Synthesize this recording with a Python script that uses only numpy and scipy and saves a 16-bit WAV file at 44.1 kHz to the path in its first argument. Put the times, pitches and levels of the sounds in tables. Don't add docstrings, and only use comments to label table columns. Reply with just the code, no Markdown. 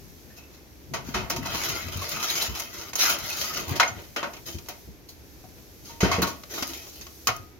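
import sys
import numpy as np
from scipy import signal
from scipy.fft import rfft, irfft
from scipy.io import wavfile
from scipy.ndimage import map_coordinates

SR = 44100
rng = np.random.default_rng(int(sys.argv[2]) if len(sys.argv) > 2 else 0)


def output_pcm(signal):
    pcm = np.clip(np.atleast_2d(signal).T, -1, 1) * 32767
    wavfile.write(sys.argv[1], SR, np.round(pcm).astype(np.int16))


N = 334719
LN_1000 = np.log(1000)

# frequency in Hz, coherence 0-1.
COHERENCE = [(50, 0.74), (150, 0.35), (500, 0.71), (1500, 0), (5000, 0.11), (14000, 0)]
# frequency in Hz, relative level in dB.
AIR_SPECTRUM = [(15, -56), (25, -16.5), (70, -2), (170, -15), (335, -8.5), (641, -21), (714, -21),
                (1160, -27), (2350, -24), (2610, -24), (2840, -26.5), (6210, -18), (8590, -32.5),
                (12900, -17.5), (16000, -28.5)]
# time in seconds, gain in dB.
HISS_CURVE = [(.2, -5), (.6, -8.5), (.88, -7.5), (1.3, -4.5), (4.8, -2.5), (5, -10.5), (5.3, -5.5),
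              (7.3, 0), (7.59, -13.5)]
# time in seconds, relative level in dB.
RUMBLE_CURVE = [(0.0, -55.5), (0.59, -65.5), (1.24, -42), (2.68, -59.5), (3.63, -53.5), (4.2, -62.5),
                (6.04, -60), (6.15, -52), (6.98, -72), (7.59, -88)]
# start in seconds, relative level in dB, brightness in dB,
# frequency favoured by the contact point in Hz, clear ring in dB, looseness as a decay time factor.
LADDER_KNOCKS = [(.3, -55, -10, 1750, 14.5, 1.6), (0.373, -49, -20, 2660, 19.5, 3.6),
                 (.936, -19.5, -13.5, 1085, -11, 1.02), (1.139, -16.5, -16, 1360, -3.5, 1.6),
                 (1.299, -20, -10.5, 5416, 10, 0.98), (1.361, -28, -6, 928, -1, 0.73),
                 (1.453, -22, -11, 928, 1, 0.48), (1.535, -28, -12, 1118, 7, .6),
                 (2.014, -34, -20, 1085, 14.5, 0.36), (2.16, -27.5, -10, 1265, 6, .6),
                 (2.295, -31, 3, 3950, 18, 0.49), (2.417, -21, -1, 3950, 12, 0.37),
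                 (2.595, -23.5, 1, 2067, 9, 0.24), (2.932, -29, -7.5, 2137, 2, 0.33),
                 (2.954, -28.5, 1.5, 6169, 8, 0.42), (3.029, -18.5, -7, 1265, 2, 0.43),
                 (3.092, -18.5, -1, 1455, -3, 0.66), (3.146, -26, -20, 1455, -4, 0.98),
                 (3.243, -36, -15, 2067, 15.5, 0.78), (3.298, -38, -11, 2600, 22.5, 1.3),
                 (3.435, -32, -2, 1265, 7.5, 1.2), (3.499, -36.5, -8, 1265, 14.5, 1.1),
                 (3.56, -33, -14, 1380, 10, 0.98), (3.585, -29.5, -7, 2600, 9, 0.8),
                 (3.753, -22.5, -7, 678, -6, 0.85), (3.798, -5, -17.5, 1455, -1, 0.58),
                 (3.804, -20, -24, 1114, 10, 0.51), (3.829, -15.5, -16.5, 2138, 12.5, 0.38),
                 (3.832, -26.5, -24, 735, 5, 1.24), (3.843, -33, -9, 922, 9, 1.2),
                 (3.876, -30, -10.5, 6585, 20, 0.74), (4.161, -17, -18.5, 1455, -13, 0.98),
                 (4.228, -19, -21, 1085, -1, 0.8), (4.241, -26.5, -27, 1455, 6, 0.7),
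                 (4.334, -34.5, -10, 2995, -1, 0.56), (4.366, -33, -18, 2467, -11, 0.43),
                 (4.584, -35, -7.5, 2467, -5, 0.28), (4.661, -42.5, -10, 2467, -2, 0.2),
                 (4.685, -29, -10, 743, -4.5, 0.81), (5.087, -50.5, 4, 4400, 6.5, 1),
                 (5.44, -49, -12, 743, 12, 0.63), (5.892, -41.5, -8, 928, 6, 2.1),
                 (6.004, -17, -12.5, 2067, -7, 1.8), (6.03, -17, -18.5, 1600, -1, 1.9),
                 (6.088, -29, -18, 678, 10, 2.4), (6.113, -14.5, -15, 1114, -1.5, 1.53),
                 (6.219, -16.5, -11, 1114, 3, 0.92), (6.226, -24, -18.5, 4090, 21, 0.65),
                 (6.234, -32, -22, 1380, 18, 0.5), (6.269, -29, -5, 1118, 8, 1.2),
                 (6.435, -32.5, -12, 2440, -23, 0.19), (6.576, -17, -34, 1114, -10, 0.27),
                 (6.622, -12.5, -8.5, 1380, -5, 0.23), (7.066, -36, -8, 1114, -2, 0.22),
                 (7.271, -16, -4, 1265, 9, 0.29), (7.279, -16.5, -11, 1152, 2, 0.29),
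                 (7.288, -14.5, -16.5, 1244, 1, 0.36), (7.3, -35, -8, 678, 12, 0.82),
                 (7.363, -54, 11.5, 6585, 5, 0.24)]
# frequency in Hz, relative level in dB, base t60 in seconds.
LADDER_MODES = [(525, -11, .33), (614, -11, .45), (678, -6, .36), (735, -5, .4), (922, -4, .4),
                (1085, -5, .3), (1114, -4, .38), (1152, -9, .2), (1244, -11, 1.45), (1265, -5, .3),
                (1360, -7, .28), (1455, -3, .35), (1545, -9, .24), (1600, -12, .22), (1750, -9, .24),
                (1820, -8, .26), (1914, -7, .2), (2067, -8, .15), (2138, -5, .16), (2467, -7, .24),
                (2600, -10, .22), (2650, -13, .2), (2995, -14, .16), (3200, -11, .22), (3450, -12, .18),
                (3950, -10, .16), (4090, -9, .18), (4400, -10, .16), (5416, -12, .14), (5567, -13, .15),
                (6169, -12, .16), (6585, -13, .17)]
# frequency in Hz, relative level in dB.
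CLATTER_SPECTRUM = [(60, -37), (200, -13.5), (450, -8), (700, -3), (1300, 0.5), (1750, -12), (2300, -6),
                    (3300, -6.5), (4500, -3), (6500, -0.5), (11000, -8.5), (15000, -13)]
# frequency in Hz, base t60 in seconds.
CLATTER_DECAY = [(200, 0.32), (700, 0.31), (1600, 0.25), (3500, 0.21), (6500, 0.17), (12000, 0.19)]
# centre in Hz, half width in Hz, gain in dB.
RAIL_CLUSTERS = [(609, 41, 5), (695, 31, 7.5), (928, 30, 6.5), (1020, 21, -1), (1464, 77, 5),
                 (1868, 200, 7), (2110, 180, 6.5), (2530, 203, 7.5), (3064, 190, 7.5), (3980, 240, 2.5),
                 (5980, 84, -4.5), (6470, 170, 0)]
# frequency in Hz, relative level in dB.
SCRAPE_SPECTRUM = [(80, -54.5), (300, 10), (480, 2.5), (800, 0), (1350, 1.5), (1750, -7.5), (2300, -4),
                   (3500, -2.5), (4400, 0), (6500, 3), (10000, -4), (13000, -2), (15500, -8)]
# start in seconds, length in seconds, relative level in dB, brightness in dB.
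SHORT_SCUFFS = [(0.379, 0.035, -52.5, 7.5), (0.541, 0.095, -54.5, -1), (1.058, 0.29, -44.5, -0.5),
                (3.96, 0.2, -42, -9.5), (4.476, 0.11, -38.5, 3.5), (5.855, 0.14, -47, 5.5),
                (6.515, 0.56, -37.5, 4.5)]
# time in seconds, relative level in dB, brightness in dB.
LONG_SLIDES = [
    [(1.43, -38.5, -19), (1.47, -34.5, -2), (1.66, -31, 4), (1.88, -39, -4), (2.08, -36, 1.5),
     (2.25, -31.5, 2.5), (2.45, -31, 5), (2.51, -41.5, -1), (2.62, -40.5, 5), (2.69, -44.5, -1.5),
     (2.77, -42, 3.5), (2.9, -45.5, 0)],
    [(2.972, -37.5, 4), (3.0, -26.5, 9), (3.1, -27.5, 4.5), (3.18, -38.5, 1.5), (3.34, -34.5, 5.5),
     (3.44, -41, 6.5), (3.51, -37.5, 2.5), (3.58, -35, 2.5), (3.67, -38, -6), (3.73, -31, -2),
     (3.78, -36, -22)],
]
# time in seconds, hollow rasp in dB, bass in dB.
RASP_CURVE = [(1.5, 9, 0), (2.2, 7, -10), (2.9, 8.5, 7.5), (3.05, 9, -11), (3.3, 12, -9), (3.55, 5.5, 0),
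              (3.8, -1.5, 6.5)]
# centre in Hz, half width in Hz, share 0-1.
RASP_RESONANCES = [(1330, 225, 0.5), (2020, 92, 0.3), (2590, 87, 0.1)]
# start in seconds, relative
# level in dB, pitch in Hz, t60 in seconds.
DULL_THUMPS = [(0.906, -24.5, 133, 0.13), (1.086, -14, 263, 0.024), (1.149, -20, 62, 0.096),
               (1.158, -23.5, 375, 0.17), (1.344, -27, 367.5, 0.089), (1.365, -19, 119, 0.078),
               (1.384, -20, 258, 0.087), (1.852, -29, 88, 0.35), (1.949, -24.5, 90, 0.29),
               (2.482, -20, 61.5, 0.15), (3.671, -23.5, 86, 0.19), (3.71, -8.5, 123, 0.057),
               (3.91, -29, 113, 0.13), (3.964, -25, 94.2, 0.077), (4.543, -20, 82, 0.097),
               (4.875, -23.5, 68.5, 0.096), (6.138, -20, 100, 0.11), (6.62, -20.5, 263, 0.067),
               (6.995, -34, 69.5, 0.1), (7.283, -26.5, 111, 0.21), (7.396, -22.5, 103, 0.049)]
# start in seconds, relative level in dB.
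BRICK_SNAPS = [(1.299, -21), (2.955, -38), (3.097, -25), (4.162, -36), (4.687, -28), (6.219, -18)]
# start in seconds, relative level in dB.
RAIL_CATCHES = [(1.434, -44), (1.548, -28), (1.637, -29), (1.69, -26), (2.019, -30.5), (2.201, -33),
                (2.228, -21.5), (2.355, -25), (2.552, -28.5), (2.814, -36.5), (3.031, -23), (3.415, -26),
                (3.437, -30.5), (6.562, -36), (6.735, -31.5), (7.012, -37)]
# start in seconds, relative level in dB, thud pitch in Hz, thud gain in dB.
FOOT_LANDINGS = [(6.03, -7.5, 401, -3.5), (6.182, -19, 467, -0.5), (6.194, -20.5, 390, -0.5),
                 (6.225, -19, 294, 1), (6.236, -29, 428, 2), (6.271, -33, 290, 2)]
# frequency in Hz, relative level in dB, t60 in seconds.
BOOM_MODES = [(83.8, -13, 0.37), (127, 0.5, 0.069), (178.4, 4, 0.06), (279.3, -12, 0.22)]
# frequency in Hz, gain in dB.
MIC_RESPONSE = [(20, -44), (40, -2.5), (65, -3), (6600, 4), (7400, -8.5), (8200, -21), (9000, -7.5),
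                (10200, -6), (11200, 0.5)]


def amp(db):
    return 10 ** (np.asarray(db) / 20)


def unit(x):
    return x / np.sqrt(np.mean(x ** 2) + 1e-20)


def decay(t, t60_s):
    return np.exp(-LN_1000 * t / t60_s)


def log_interp(points, hz):
    table_hz, value = np.transpose(points)
    return np.interp(np.log(hz + 1), np.log(table_hz + 1), value)


def freqs(n):
    return np.fft.rfftfreq(n, 1 / SR)


def treble(hz, corner_hz=3000):
    return 1 / (1 + (corner_hz / (hz + 1)) ** 4)


def bass(hz, corner_hz):
    return 1 - treble(hz, corner_hz)


def add(mix, start_s, sound):
    part = mix[:, round(start_s * SR):][:, :sound.shape[1]]
    part += sound[:, :part.shape[1]]


def wander(rate_hz):
    return unit(irfft(rfft(rng.standard_normal(N)) / (1 + (freqs(N) / rate_hz) ** 4), N))


def noise_spectra(n, lead_s=95e-6):
    hz = freqs(n)
    common, separate = rfft(rng.standard_normal((2, n)))
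    coherence = log_interp(COHERENCE, hz)
    left = common * np.exp(2j * np.pi * hz * lead_s)
    right = coherence * common + np.sqrt(1 - coherence ** 2) * separate
    return np.array([left, right])


def outdoors(air_db=-47, rumble_db=3, lump_db=3, low_hz=54, high_hz=190, pan_db=4):
    hz, t = freqs(N), np.arange(N) / SR
    air = amp(air_db) * unit(irfft(noise_spectra(N, lead_s=0) * amp(log_interp(AIR_SPECTRUM, hz)), N))
    hiss = irfft(rfft(air) * treble(hz), N)
    air += hiss * (amp(np.interp(t, *np.transpose(HISS_CURVE))) - 1)
    rumble = unit(irfft(noise_spectra(N) * treble(hz, low_hz) / (1 + (hz / high_hz) ** 3), N))
    rumble *= amp(np.interp(t, *np.transpose(RUMBLE_CURVE)) + rumble_db + lump_db * wander(rate_hz=11))
    return air + rumble * amp([[pan_db], [-pan_db]])


def clatter(colour_db, t60_scale, ripple_db, hold_s=0.0035, lead_s=1e-4, size=16384, knots=420):
    hz, t = freqs(size), np.arange(size) / SR
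    clusters_db = sum(db * np.exp(-((hz - centre) / width) ** 2) for centre, width, db in RAIL_CLUSTERS)
    ripple = np.interp(hz, np.linspace(0, SR / 2, knots), rng.standard_normal(knots)) * treble(hz, 610)
    shape_db = colour_db + clusters_db + ripple_db * np.minimum(ripple, 1.5)
    spectra = noise_spectra(size, lead_s) * amp(shape_db)
    spectra /= np.std(irfft(spectra * ((hz > 500) & (hz < 3000))))
    centres_hz, t60s = np.transpose(CLATTER_DECAY)
    bands = [log_interp(np.c_[centres_hz, row], hz) for row in np.eye(len(t60s))]
    fading_s = np.maximum(t - hold_s, 0)
    return sum(irfft(spectra * band) * decay(fading_s, t60 * t60_scale) for band, t60 in zip(bands, t60s))


def clang(weights_db, t60_scale, free=False, held_t60_s=0.25, lead_s=74e-6, beat_hz=13, size=16384):
    hz, db, t60_s = np.transpose(LADDER_MODES)
    t60_s = np.where(free, t60_s * t60_scale, np.minimum(t60_s * t60_scale, held_t60_s))
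    t = np.arange(size) / SR
    phase = rng.uniform(0, 2 * np.pi, len(hz))
    phasors = np.exp(1j * np.array([phase + 2 * np.pi * hz * lead_s, phase]))
    modes = np.exp(np.outer(2j * np.pi * hz - LN_1000 / t60_s, t))
    modes *= 1 + 0.31 * np.outer(free, np.exp(2j * np.pi * beat_hz * t))
    return ((phasors * amp(db + weights_db)) @ modes).real


def contact_crack(pulse_hz, lead_s=1e-4, size=16384):
    phase = 2 * np.pi * pulse_hz * (np.arange(size) / SR + np.array([[lead_s], [0]]) - 0.001)
    return phase * np.exp(-phase ** 2 / 2)


def knocks(clatter_db=-12, clang_db=-17, crack_db=-3, firm_db=-19, favour_octaves=0.22,
           chatter_s=0.0026, glance_s=0.009, glance_db=-40, sudden_s=0.0042, size=16384):
    out, hz, t = np.zeros((2, N)), freqs(size), np.arange(size) / SR
    mode_hz = np.transpose(LADDER_MODES)[0]
    top = treble(hz) + 0.83 * treble(hz, 9500)
    for start_s, db, bright_db, favoured_hz, clear_db, looseness in LADDER_KNOCKS:
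        rise_s = chatter_s * looseness + glance_s * min(sliding(start_s) / amp(glance_db), 1)
        bass_db = 17 - 3 * max(db - firm_db, 0)
        tilt_db = bass_db * bass(hz, 480) + (bright_db + 11) * top
        free_hz = mode_hz[np.argmin(abs(mode_hz - favoured_hz))]
        near = np.exp(-(np.log2((hz + 1) / free_hz) / favour_octaves) ** 2)
        colour_db = log_interp(CLATTER_SPECTRUM, hz) + tilt_db + 3 * near
        sound = amp(clatter_db) * clatter(colour_db, looseness, ripple_db=2.5)
        weights_db = np.interp(mode_hz, hz, tilt_db + (8 + max(clear_db, 0)) * near + min(clear_db, 0))
        sound += amp(clang_db) * clang(weights_db, 0.7 * looseness ** 0.9, free=mode_hz == free_hz)
        sound *= np.minimum(t / rise_s, 1)
        sound += amp(crack_db) * np.exp(-(rise_s / sudden_s) ** 2) * contact_crack(free_hz)
        add(out, start_s, amp(db) * sound)
    return out


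def strokes(peak_share=0.097, swell_db=4, fade_db=24):
    shape = [(0, -swell_db), (peak_share, 0), (1, -fade_db)]
    scuffs = [[(start_s + share * length_s, db + step_db, bright_db) for share, step_db in shape]
              for start_s, length_s, db, bright_db in SHORT_SCUFFS]
    return list(LONG_SLIDES) + scuffs


def sliding(time_s):
    return sum(np.interp(time_s, at_s, amp(db), left=0, right=0)
               for at_s, db, _ in map(np.transpose, strokes()))


def rung_ticks(rest_db=-66, shake_db=-13, spread_db=5.5, rise_s=0.0027, count=44, size=16384):
    out, t = np.zeros((2, N)), np.arange(size) / SR
    colour_db = log_interp(SCRAPE_SPECTRUM, freqs(size))
    for place, softness in rng.random((count, 2)):
        start_s = place * N / SR
        tick = clatter(colour_db, t60_scale=0.27, ripple_db=1.5, hold_s=0) * np.minimum(t / rise_s, 1)
        shake = amp(rest_db) + amp(shake_db) * sliding(start_s)
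        add(out, start_s, shake * amp(-spread_db * np.log(softness + 0.034)) * tick)
    return out


def stick_slip(slips_per_s=1300, spread_db=2.4, judder_db=2, judder_hz=35, hop_hz=22,
               clang_db=-18, tick_s=0.00037, points=9, size=16384):
    t = np.arange(size) / SR
    slips = (rng.random(N) < slips_per_s / SR) * rng.choice([-1, 1], N)
    slips = slips * amp(spread_db * np.minimum(rng.exponential(1, N), 5) + judder_db * wander(judder_hz))
    contact = np.argmax([wander(hop_hz) + 0.6 * rng.standard_normal(N) for _ in range(points)], axis=0)
    colour_db = log_interp(SCRAPE_SPECTRUM, freqs(size))
    out = np.zeros((2, N))
    for point in range(points):
        body = clatter(colour_db, t60_scale=0.6, ripple_db=2.5, lead_s=70e-6)
        body *= 1 + 4 * np.exp(-t / tick_s)
        body += amp(clang_db) * clang(1.7 * rng.standard_normal(len(LADDER_MODES)), t60_scale=0.5)
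        out += signal.oaconvolve((slips * (contact == point))[None], body, axes=1)[:, :N]
    return out


def shift_resonances(x, patch_db=3.1, patch_hz=150, patch_s=0.045, size=512):
    hz, t, spectra = signal.stft(x, SR, nperseg=size)
    grid = np.meshgrid(hz / patch_hz, t / patch_s, indexing="ij")
    patches = unit(map_coordinates(rng.standard_normal((size, size)), grid, order=1, mode="mirror"))
    return signal.istft(spectra * amp(patch_db * np.minimum(patches, 2)), SR, nperseg=size)[1][:, :N]


def scraping(gain_db=-5, heavy_db=-32, touch_s=0.025):
    t, hz = np.arange(N) / SR, freqs(N)
    friction = rfft(shift_resonances(stick_slip()))
    grind = unit(irfft(friction * bass(hz, 3000), N))
    hiss = unit(irfft(friction * treble(hz), N))
    fizz = irfft(rfft(hiss) * treble(hz, 4700), N)
    rasp_s, rasp_db, bass_db = np.transpose(RASP_CURVE)
    hollow = sum(share * np.exp(-((hz - centre) / width) ** 2) for centre, width, share in RASP_RESONANCES)
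    for band, db in (hollow, rasp_db), (bass(hz, 520), bass_db):
        grind += irfft(rfft(grind) * band, N) * (amp(np.interp(t, rasp_s, db)) - 1)
    out = np.zeros((2, N))
    for at_s, db, bright_db in map(np.transpose, strokes()):
        touching = np.clip(np.minimum(t - at_s[0], at_s[-1] - t) / touch_s + 1, 0, 1)
        level_db = np.interp(t, at_s, db)
        lightness = np.clip((heavy_db - level_db) / 20, 0, 1)
        top = (hiss + lightness * fizz) * amp(np.interp(t, at_s, bright_db))
        out += touching * amp(level_db + gain_db) * (grind + top)
    return out


def brick_crunch(gain_db=-9, grains_per_s=110, spread_db=7.5, corner_hz=4500, t60_s=0.036, size=1024):
    t = np.arange(size) / SR
    bursts = (rng.random(N) < grains_per_s / SR) * amp(spread_db * np.minimum(rng.exponential(1, N), 4))
    grain = irfft(noise_spectra(size) * treble(freqs(size), corner_hz)) * decay(t, t60_s)
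    crunch = unit(signal.oaconvolve(bursts[None], grain, axes=1)[:, :N])
    return amp(gain_db) * crunch * sliding(np.arange(N) / SR)


def dull_thumps(rise_s=0.0072, knock_db=-7, knock_hz=300, min_t60_s=0.03, pan_db=1, size=16384):
    out, t = np.zeros((2, N)), np.arange(size) / SR
    for start_s, db, hz, t60_s in DULL_THUMPS:
        knock = unit(irfft(noise_spectra(size) * bass(freqs(size), knock_hz)))
        flex = np.sin(2 * np.pi * hz * t) + amp(knock_db) * knock
        envelope = (1 - np.exp(-t / rise_s)) * decay(t, max(t60_s, min_t60_s))
        add(out, start_s, amp(db) * flex * envelope)
    return out * amp([[pan_db], [-pan_db]])


def brick_snaps(gain_db=-3, corner_hz=7500, t60_s=0.089, size=8192):
    out, t = np.zeros((2, N)), np.arange(size) / SR
    for start_s, db in BRICK_SNAPS:
        chip = unit(irfft(noise_spectra(size) * treble(freqs(size), corner_hz)))
        add(out, start_s, amp(db + gain_db) * chip * decay(t, t60_s))
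    return out


def rail_catches(gain_db=-15, bright_db=4, bass_db=-7, snap_s=0.00023, size=16384):
    out, hz, t = np.zeros((2, N)), freqs(size), np.arange(size) / SR
    colour_db = log_interp(SCRAPE_SPECTRUM, hz) + bright_db * treble(hz) + bass_db * bass(hz, 600)
    for start_s, db in RAIL_CATCHES:
        body = clatter(colour_db, t60_scale=0.5, ripple_db=5.5, hold_s=0.0097)
        add(out, start_s, amp(db + gain_db) * body * (1 + 4 * np.exp(-t / snap_s)))
    return out


def foot_landings(grit_db=-17, grit_hz=550, grit_t60_s=0.29, thud_t60_s=0.069, rise_s=0.004, size=16384):
    out, t = np.zeros((2, N)), np.arange(size) / SR
    boom = sum(amp(db) * np.sin(2 * np.pi * hz * t) * decay(t, t60_s) for hz, db, t60_s in BOOM_MODES)
    for start_s, db, thud_hz, thud_db in FOOT_LANDINGS:
        grit = unit(irfft(noise_spectra(size) * bass(freqs(size), grit_hz))) * decay(t, grit_t60_s)
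        thud = np.sin(2 * np.pi * thud_hz * t) * decay(t, thud_t60_s)
        impact = boom + amp(thud_db) * thud + amp(grit_db) * grit
        add(out, start_s, amp(db) * impact * np.minimum(t / rise_s, 1))
    return out


def yard_echo(x, wet_db=-13, t60_s=0.27, dull_hz=5000, delay_s=0.0063, size=32768):
    t = np.arange(size) / SR
    tail = irfft(rfft(rng.standard_normal((2, size))) / (1 + (freqs(size) / dull_hz) ** 2))
    tail *= decay(t, t60_s) * (t > delay_s)
    return x + amp(wet_db) * signal.fftconvolve(x, tail / np.linalg.norm(tail[0]), axes=1)[:, :N]


def scene(pan_db=0.24):
    ladder = knocks() + scraping() + rail_catches() + brick_snaps() + brick_crunch() + rung_ticks()
    yard = yard_echo(ladder * amp([[pan_db], [-pan_db]]) + dull_thumps() + foot_landings())
    mic_gain = amp(log_interp(MIC_RESPONSE, freqs(2 * N)))
    return irfft(rfft(yard, 2 * N) * mic_gain)[:, :N] + outdoors()


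def record(dry, cutoff_hz=15950):
    taps = signal.firwin(255, cutoff_hz, window=("kaiser", 8), fs=SR)
    return signal.oaconvolve(dry, taps[None], "same", axes=1)


dry = scene()
out = record(dry)
output_pcm(out)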